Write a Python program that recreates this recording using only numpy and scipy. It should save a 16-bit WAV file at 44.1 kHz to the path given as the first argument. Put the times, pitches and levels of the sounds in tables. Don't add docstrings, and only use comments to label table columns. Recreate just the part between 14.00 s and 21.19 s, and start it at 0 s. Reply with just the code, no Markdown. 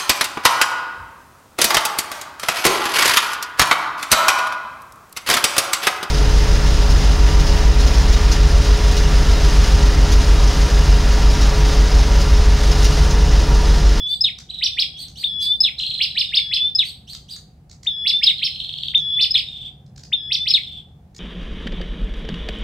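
import sys
import numpy as np
from scipy import signal
from scipy.fft import rfft, irfft
from scipy.io import wavfile
from scipy.ndimage import uniform_filter1d, minimum_filter1d

SR = 44100
rng = np.random.default_rng(int(sys.argv[2]) if len(sys.argv) > 2 else 0)


def inscribe(sig):
    pcm = np.round(np.clip(np.atleast_2d(sig).T, -1, 1) * 32767)
    wavfile.write(sys.argv[1], SR, pcm.astype(np.int16))


N = 317079

# (time [s], length [s], attack [dB], dip [dB], middle [dB], end [dB])
WHISTLES = [(-.17, 0.32, -22, -44, -26.5, -13.5), (1.241, 0.305, -13, -27.5, -23, -10),
            (2.371, 0.32, -9.5, -27, -22, -12), (3.87, 0.31, -13, -28, -23.5, -10.5),
            (4.949, 0.30, -7, -24, -17, -11), (6.13, 0.32, -10.5, -29, -28.5, -16)]
# (time from the note's anchor [ms], pitch [Hz], level [dB])
SOFT_LOWER_SHAPE = [(-42, 2700, -20), (-32, 3200, -6), (-22, 3750, -3), (-13, 4400, -1), (-2, 4680, 0),
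                    (12, 4600, -1), (26, 4100, -1), (40, 3100, -9)]
SOFT_UPPER_SHAPE = [(-48, 4500, -25), (-40, 5500, -8), (-30, 6200, -7), (-15, 6700, -12), (0, 6900, -28)]
PIP_SHAPE = [(-1, 4800, -30), (2, 5010, -4), (6, 5105, 0), (12, 5135, 0), (16, 5125, -2), (22, 5080, -24)]
SLUR_SHAPE = [(-3, 4600, -30), (1.5, 4260, -3), (7, 3900, 0), (14, 3640, 0), (23, 3340, -10),
              (44, 2200, -21), (50, 1900, -38)]
PEEP_SHAPE = [(-25, 3000, -25), (-12, 3300, -2), (5, 3350, 0), (22, 3300, -3), (32, 3400, -15)]
# (time [s], level [dB], pitch [ratio], duration [ratio])
SOFT_CALLS = [(.108, -35, 1, 1.1), (1.005, -35, .97, .95), (1.196, -34, 1, 1), (1.432, -30, 1.035, .8),
              (2.868, -35, .98, 1), (3.113, -37, .985, 1), (3.315, -35, 1.025, .75)]
PIPS = [(.207, -10.5, 1, 1.05), (1.603, -6, 1, 1), (2.749, -12, 1, .95), (4.232, -11.5, 1.005, 1),
        (5.306, -13, 1, .95), (6.501, -11, 1.01, 1)]
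SLURS = [(0.2386, -9, 0.97, 1.26), (1.635, -7, 0.97, 1.28), (2.7855, -7, 0.98, 1.1),
         (4.266, -3, 0.99, 1.02), (5.343, -7.5, 0.96, .98), (6.538, -6.5, 0.98, 0.99)]
ARCHES = [(0.65, -13, 1, 1.08), (0.8088, -12.5, 0.95, 1.09), (2.0331, -12, 0.94, .98),
          (2.198, -12.5, 0.93, 1.16), (2.3636, -12.5, 0.93, 1.2), (2.551, -13.5, 0.94, 1.116),
          (4.0888, -11.5, 0.95, 1.08), (4.2545, -12, 0.92, 1.18), (4.4519, -14.5, 0.94, 1.1),
          (5.226, -12.5, 0.96, 1.18), (5.3838, -17, 0.93, 1.1), (6.339, -13, 1, 0.97),
          (6.495, -13.5, 0.97, 1.09)]
PEEPS = [(.953, -36, 1, 0.82)]
# (time from its top [ms], pitch [share of top], level [dB], closing tick [share])
TRILL_SHAPE = [(-12, .76, -24, 0), (-6, .93, -6, 0), (0, 1, 0, 0), (3, .97, -2, 0), (5, .91, -6, .4),
               (7.5, .8, 2, 1), (10, .68, -9, 1), (13, .56, -26, .6)]
# (time [s], notes [count], first gap [ms], slowing [ms per note], first pitch [Hz],
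# last pitch [Hz], glide lateness [exponent], first level [dB], last level [dB], closing tick [dB])
TRILLS = [(.5034, 6, 43.2, 1.2, 4050, 3600, 1.5, -24.5, -28.5, -5),
          (1.792, 13, 36.6, .95, 4220, 3650, 3.5, -19.5, -27, 0),
          (4.385, 12, 40.4, .88, 4150, 4450, 1.2, -27, -27.5, 6.5),
          (5.4436, 6, 41.3, 1.3, 3950, 3570, .4, -31, -28.5, -4),
          (6.6323, 4, 47, 1.5, 3620, 3520, 2, -29, -32.5, -2)]
# (time of strongest beat [s], level [dB], beats before [count], beats after [count])
FLUTTERS = [(.388, -30.5, 0, 1), (1.085, -37.5, 0, 1), (1.794, -34, 0, 1), (3.151, -30, 1, 0),
            (3.365, -33.5, 0, 0), (3.715, -38, 1, 1), (3.834, -35, 0, 1), (4.978, -35, 0, 0),
            (5.865, -54, 0, 0), (5.98, -36.5, 1, 1), (6.037, -35.5, 0, 1), (7.166, -36.5, 1, 1)]
# (centre time [s], length [s], start pitch [Hz], end pitch [Hz], level [dB])
FAR_TONES = [(.31, .13, 725, 695, -57), (1.57, .14, 550, 590, -63), (2.64, .11, 470, 515, -52.5)]
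# (time [s], level [dB])
RUMBLE_LEVELS = [(0, -47.5), (1.2, -45.5), (3.6, -47.5), (5.3, -45.5), (7.19, -46)]
HUM_LEVELS = [(0, -63.5), (4.3, -57.5), (5.002, -45.5), (7.19, -56)]
# (frequency [Hz], relative level [dB])
OVERTONE_FILTER = [(3500, -18.5), (6000, -22.5), (6900, -23), (7800, 5), (9200, -4), (10700, -3),
                   (11500, -23), (12800, 1.5), (15500, -5)]
HISS_SPECTRUM = [(1000, -20.5), (2000, -6.5), (4000, 13.5), (6500, -8), (8000, 0.5), (11000, -24),
                 (13000, -9), (15000, -13)]
RUMBLE_SPECTRUM = [(13, -41.5), (22, -18.5), (64, 4.5), (108, -1.5), (144, 1), (176, -2.5), (310, -17.5),
                   (451, -20), (500, -20.5), (593, -23), (668, -25.5), (715, -16.5), (893, -26.5),
                   (1060, -36), (1300, -39.5), (1690, -76), (2860, -120)]
AIR_SPECTRUM = [(600, -5.5), (1200, 4.5), (2500, -1.5), (5000, -6), (9000, -10.5), (15000, -12.5)]
FEATHER_SPECTRUM = [(800, -16), (1800, -4), (3000, -8), (4500, 7.5), (7000, 3), (9000, -14.5),
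                    (15000, -25.5)]
# (frequency [Hz], coherence [0 to 1])
COHERENCE = [(30, 0.99), (130, 1), (300, 0.97), (700, 0.72), (1500, 0.13), (8000, 0.17)]
# (left delay [ms], right delay [ms], level [dB])
ECHOES = [(2.71, 9, -15.5), (22.9, 33, -11)]


def from_db(db):
    return 10 ** (np.asarray(db) / 20)


def unit_rms(x):
    return x / np.sqrt(np.mean(x ** 2) + 1e-20)


def at_hz(points, hz):
    knots_hz, value = np.transpose(points)
    return np.interp(np.log(hz + 1), np.log(knots_hz), value)


def colour(x, spectrum):
    return irfft(rfft(x) * from_db(at_hz(spectrum, np.fft.rfftfreq(N, 1 / SR))), N)


def noise(spectrum):
    return unit_rms(colour(rng.standard_normal(N), spectrum))


def diffuse_noise(spectrum):
    hz = np.fft.rfftfreq(N, 1 / SR)
    coherence = np.clip(at_hz(COHERENCE, hz), 0, .995)
    mid, side = rfft(rng.standard_normal((2, N)))
    stereo = np.sqrt(1 + coherence) * mid + np.sqrt(1 - coherence) * side * [[1], [-1]]
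    return unit_rms(irfft(stereo * from_db(at_hz(spectrum, hz)), N))


def drift(rate_hz):
    pole = np.exp(-2 * np.pi * rate_hz / SR)
    return unit_rms(signal.lfilter([1], [1, -2 * pole, pole * pole], rng.standard_normal(N)))


def add(track, start_s, sound):
    start = int(round(start_s * SR))
    lo, hi = max(start, 0), min(start + sound.shape[-1], N)
    if hi > lo:
        track[..., lo:hi] += sound[..., lo - start:hi - start]


def syrinx(hz, level_db, jitter=0):
    waver = unit_rms(uniform_filter1d(rng.standard_normal(len(hz)), size=30))
    phase = 2 * np.pi * np.cumsum(uniform_filter1d(hz, size=90) * (1 + jitter * waver)) / SR
    return from_db(level_db) * np.array([np.sin(phase), np.sin(2 * phase), np.sin(3 * phase)])


def sing(track, anchor_s, ms, hz, level_db, jitter):
    knots_s = ms / 1000
    t = np.arange(knots_s[0], knots_s[-1], 1 / SR)
    note = syrinx(np.interp(t, knots_s, hz), np.interp(t, knots_s, level_db), jitter)
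    add(track, anchor_s + knots_s[0], note)


def notes(shape, events, jitter):
    ms, hz, shape_db = np.transpose(shape)
    track = np.zeros((3, N))
    for s, level_db, pitch, stretch in events:
        sing(track, s, ms * stretch, hz * pitch, level_db + shape_db, jitter)
    return track


def voice(partials, second_db, third_db, hiss_db, flicker_db):
    tone, second, third = partials * from_db(flicker_db * drift(120))
    envelope = np.sqrt(np.abs(uniform_filter1d(tone ** 2, size=88)))
    overtones = colour(from_db(second_db) * second + from_db(third_db) * third, OVERTONE_FILTER)
    return np.array([tone, overtones + from_db(hiss_db) * envelope * noise(HISS_SPECTRUM)])


def whistles(pitch_hz=3395, overshoot_hz=290, settle_s=.022, creep_hz=175):
    scoop_from_hz, scoop_s, scoop_top_s = 1600, .0105, .005
    track = np.zeros((3, N))
    for s, length, attack_db, dip_db, middle_db, end_db in WHISTLES:
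        times = [-.011, -.003, .001, .012, .03, .07, .17, length - .055, length - .018, length + .012]
        levels = [attack_db - 31.5, attack_db - 13.5, attack_db, attack_db, dip_db + 5, dip_db,
                  middle_db, (middle_db + end_db) / 2, end_db, end_db - 20.5]
        t = np.arange(times[0], times[-1], 1 / SR)
        before, after = np.minimum(t - scoop_top_s, 0), np.maximum(t - scoop_top_s, 0)
        held_hz = pitch_hz + overshoot_hz * np.exp(-after / settle_s) + creep_hz * (after / length) ** 3.2
        hz = scoop_from_hz + (held_hz - scoop_from_hz) * np.exp(-(before / scoop_s) ** 2)
        note = syrinx(hz, np.interp(t, times, levels))
        half_phase = np.pi * np.cumsum(hz) / SR
        doubling = np.interp(t, [.015, .07, .19, .26], [0, 1, 1, 0])
        note[0] += doubling * (from_db(-49) * np.sin(3 * half_phase) + from_db(-62) * np.sin(half_phase))
        add(track, s + times[0], note)
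    return voice(track, second_db=-48.5, third_db=-54.5, hiss_db=-47.5, flicker_db=1.33)


def far_rumble():
    level_db = np.interp(np.arange(N) / SR, *np.transpose(RUMBLE_LEVELS)) - .6
    return from_db(level_db) * diffuse_noise(RUMBLE_SPECTRUM)


def far_hum(hum_hz=139, waver=.035, swell_db=2.5):
    level_db = np.interp(np.arange(N) / SR, *np.transpose(HUM_LEVELS)) + swell_db * drift(5)
    hz = hum_hz * (1 + waver * drift(4))
    return from_db(level_db) * np.sin(2 * np.pi * np.cumsum(hz) / SR)


def soft_calls():
    lower = notes(SOFT_LOWER_SHAPE, SOFT_CALLS, jitter=.016)
    upper = from_db(-10) * notes(SOFT_UPPER_SHAPE, SOFT_CALLS, jitter=.025)
    return voice(lower + upper, second_db=-14, third_db=-19.5, hiss_db=-12, flicker_db=-2.5).sum(axis=0)


def pips():
    partials = notes(PIP_SHAPE, PIPS, jitter=.00086)
    return voice(partials, second_db=-34, third_db=-33, hiss_db=-41.5, flicker_db=1.3)


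def slurs():
    partials = notes(SLUR_SHAPE, SLURS, jitter=.018)
    return voice(partials, second_db=-45, third_db=-49, hiss_db=-25, flicker_db=3)


def far_tones():
    track = np.zeros(N)
    for s, length, start_hz, end_hz, level_db in FAR_TONES:
        n = int(length * SR)
        phase = 2 * np.pi * np.cumsum(np.linspace(start_hz, end_hz, n)) / SR
        add(track, s - length / 2, from_db(level_db) * np.hanning(n) * np.sin(phase))
    return track * from_db(1.5 * drift(30))


def wings(beat_s=.0167, snap_s=.0016, loss_db_per_beat=6):
    t = np.arange(-SR // 100, SR // 50) / SR
    snap = np.exp(-np.abs(t) / snap_s)
    strokes = np.zeros(N)
    for s, level_db, before, after in FLUTTERS:
        for k in range(-round(before), round(after) + 1):
            add(strokes, s + k * beat_s + t[0], from_db(level_db - loss_db_per_beat * abs(k)) * snap)
    return strokes * noise(FEATHER_SPECTRUM)


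def trills(reference_hz=4250, tick_db_per_octave=60):
    ms, pitch_share, shape_db, tick_share = np.transpose(TRILL_SHAPE)
    track = np.zeros((3, N))
    for s, count, gap_ms, slowing_ms, first_hz, last_hz, lateness, first_db, last_db, tick_db in TRILLS:
        for k, progress in enumerate(np.linspace(0, 1, round(count))):
            top_s = s + k * (gap_ms + slowing_ms * (k - 1) / 2) / 1000
            top_hz = first_hz + (last_hz - first_hz) * progress ** lateness
            stretch = (reference_hz / top_hz) ** 3.7
            closing_db = tick_db + tick_db_per_octave * np.log2(top_hz / reference_hz)
            level_db = first_db + (last_db - first_db) * progress + shape_db + closing_db * tick_share
            sing(track, top_s, ms * stretch, top_hz * pitch_share, level_db, jitter=.014)
    return voice(track, second_db=-32, third_db=-44, hiss_db=-17, flicker_db=3)


def arched_chirps(foot_hz=1100, top_hz=5690, rise_ms=18, fall_ms=15.5, throat_hz=4200, beak_hz=3600):
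    ms = np.arange(-42, 34)
    from_top = np.abs(ms / np.where(ms < 0, rise_ms, fall_ms))
    hz = foot_hz + (top_hz - foot_hz) / (1 + from_top ** 2.2)
    octaves = np.log2(hz / throat_hz)
    throat_db = np.where(octaves < 0, -23, -34) * octaves ** 2
    beak_db = 3 * (np.exp(-(np.log2(hz / beak_hz) / .14) ** 2) - .5)
    from_edge_ms = np.minimum(ms - ms[0], ms[-1] - ms)
    fade_db = 2.5 * np.maximum(0, 7 - from_edge_ms)
    sag_db = .0541 * ms
    shape = np.transpose([ms, hz, throat_db + beak_db - fade_db - sag_db])
    partials = notes(shape, ARCHES, jitter=.003)
    return voice(partials, second_db=-28.5, third_db=-31, hiss_db=-32, flicker_db=2.5)


def peep():
    return notes(PEEP_SHAPE, PEEPS, jitter=.0066)[0]


def cage_echo(x, echo_db):
    delay_s = .002 + .00015 * drift(1)
    now = np.arange(N)
    echo = np.interp(now - delay_s * SR, now, x)
    gain = from_db(echo_db)
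    return (x + gain * echo) / np.hypot(1, gain)


def early_paths(x, pan_db):
    out = x * from_db(np.array([[pan_db], [-pan_db]]) / 2)
    for left_ms, right_ms, level_db in ECHOES:
        add(out[0], left_ms / 1000, from_db(level_db) * x)
        add(out[1], right_ms / 1000, from_db(level_db) * x)
    return out


def yard_response(wall_t60_s=.38, cage_t60_s=.15, cage_db=9, coherence=.33, onset_s=.0083, dense_s=.09):
    t = np.arange(SR * 6 // 10) / SR
    decay = np.hypot(from_db(-60 * t / wall_t60_s), from_db(cage_db - 60 * t / cage_t60_s))
    envelope = decay * (1 - np.exp(-t / onset_s))
    density = np.clip((t / dense_s) ** 2, .02, 1)
    strengths = rng.standard_normal((3, len(t)))
    arrives = rng.random((3, len(t))) < density
    shared, left, right = strengths * arrives / np.sqrt(density)
    echoes = np.sqrt(coherence) * shared + np.sqrt(1 - coherence) * np.array([left, right])
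    return echoes * envelope / np.linalg.norm(envelope)


def yard(x, step=8820):
    out = np.zeros((2, N))
    window = np.sin(np.pi * np.arange(2 * step) / (2 * step)) ** 1.5
    padded = np.pad(x, (step, 2 * step))
    for i in range(0, N + step, step):
        piece = padded[i:i + 2 * step] * window
        add(out, (i - step) / SR, signal.fftconvolve(piece[None], yard_response(), axes=1))
    return out


def scene():
    whistle, whistle_top = whistles()
    pip, pip_top = pips()
    slur, slur_top = slurs()
    arch, arch_top = arched_chirps()
    trill, trill_top = trills()
    calls = soft_calls() + peep()
    whistle, arch = cage_echo(whistle, echo_db=-16), cage_echo(arch, echo_db=-9)
    overtones = whistle_top + pip_top + slur_top + arch_top + trill_top
    wings_and_tones = wings() + far_tones()
    near = early_paths(whistle, pan_db=2.5) + early_paths(pip, pan_db=1.5) + early_paths(slur, pan_db=.9)
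    near += early_paths(arch + from_db(-.5) * trill, pan_db=-1.3)
    near += early_paths(calls + wings_and_tones + from_db(-4.5) * overtones, pan_db=-2.5)
    to_walls = from_db(-8.5) * whistle + from_db(-14) * pip + from_db(-6.5) * slur
    to_walls += from_db(-4) * arch + trill
    to_walls += from_db(3.5) * calls + wings_and_tones + from_db(-1.5) * overtones
    return near + far_rumble() + yard(to_walls) + far_hum() + from_db(-69.5) * diffuse_noise(AIR_SPECTRUM)


def record(dry, ceiling=.85, cutoff_hz=16450):
    allowed = np.minimum(1, ceiling / (np.abs(dry).max(axis=0) + 1e-9))
    gain = uniform_filter1d(minimum_filter1d(allowed, size=441), size=441)
    return signal.sosfiltfilt(signal.cheby2(14, 50, cutoff_hz, fs=SR, output="sos"), dry * gain)


dry = scene()
out = record(dry)
inscribe(out)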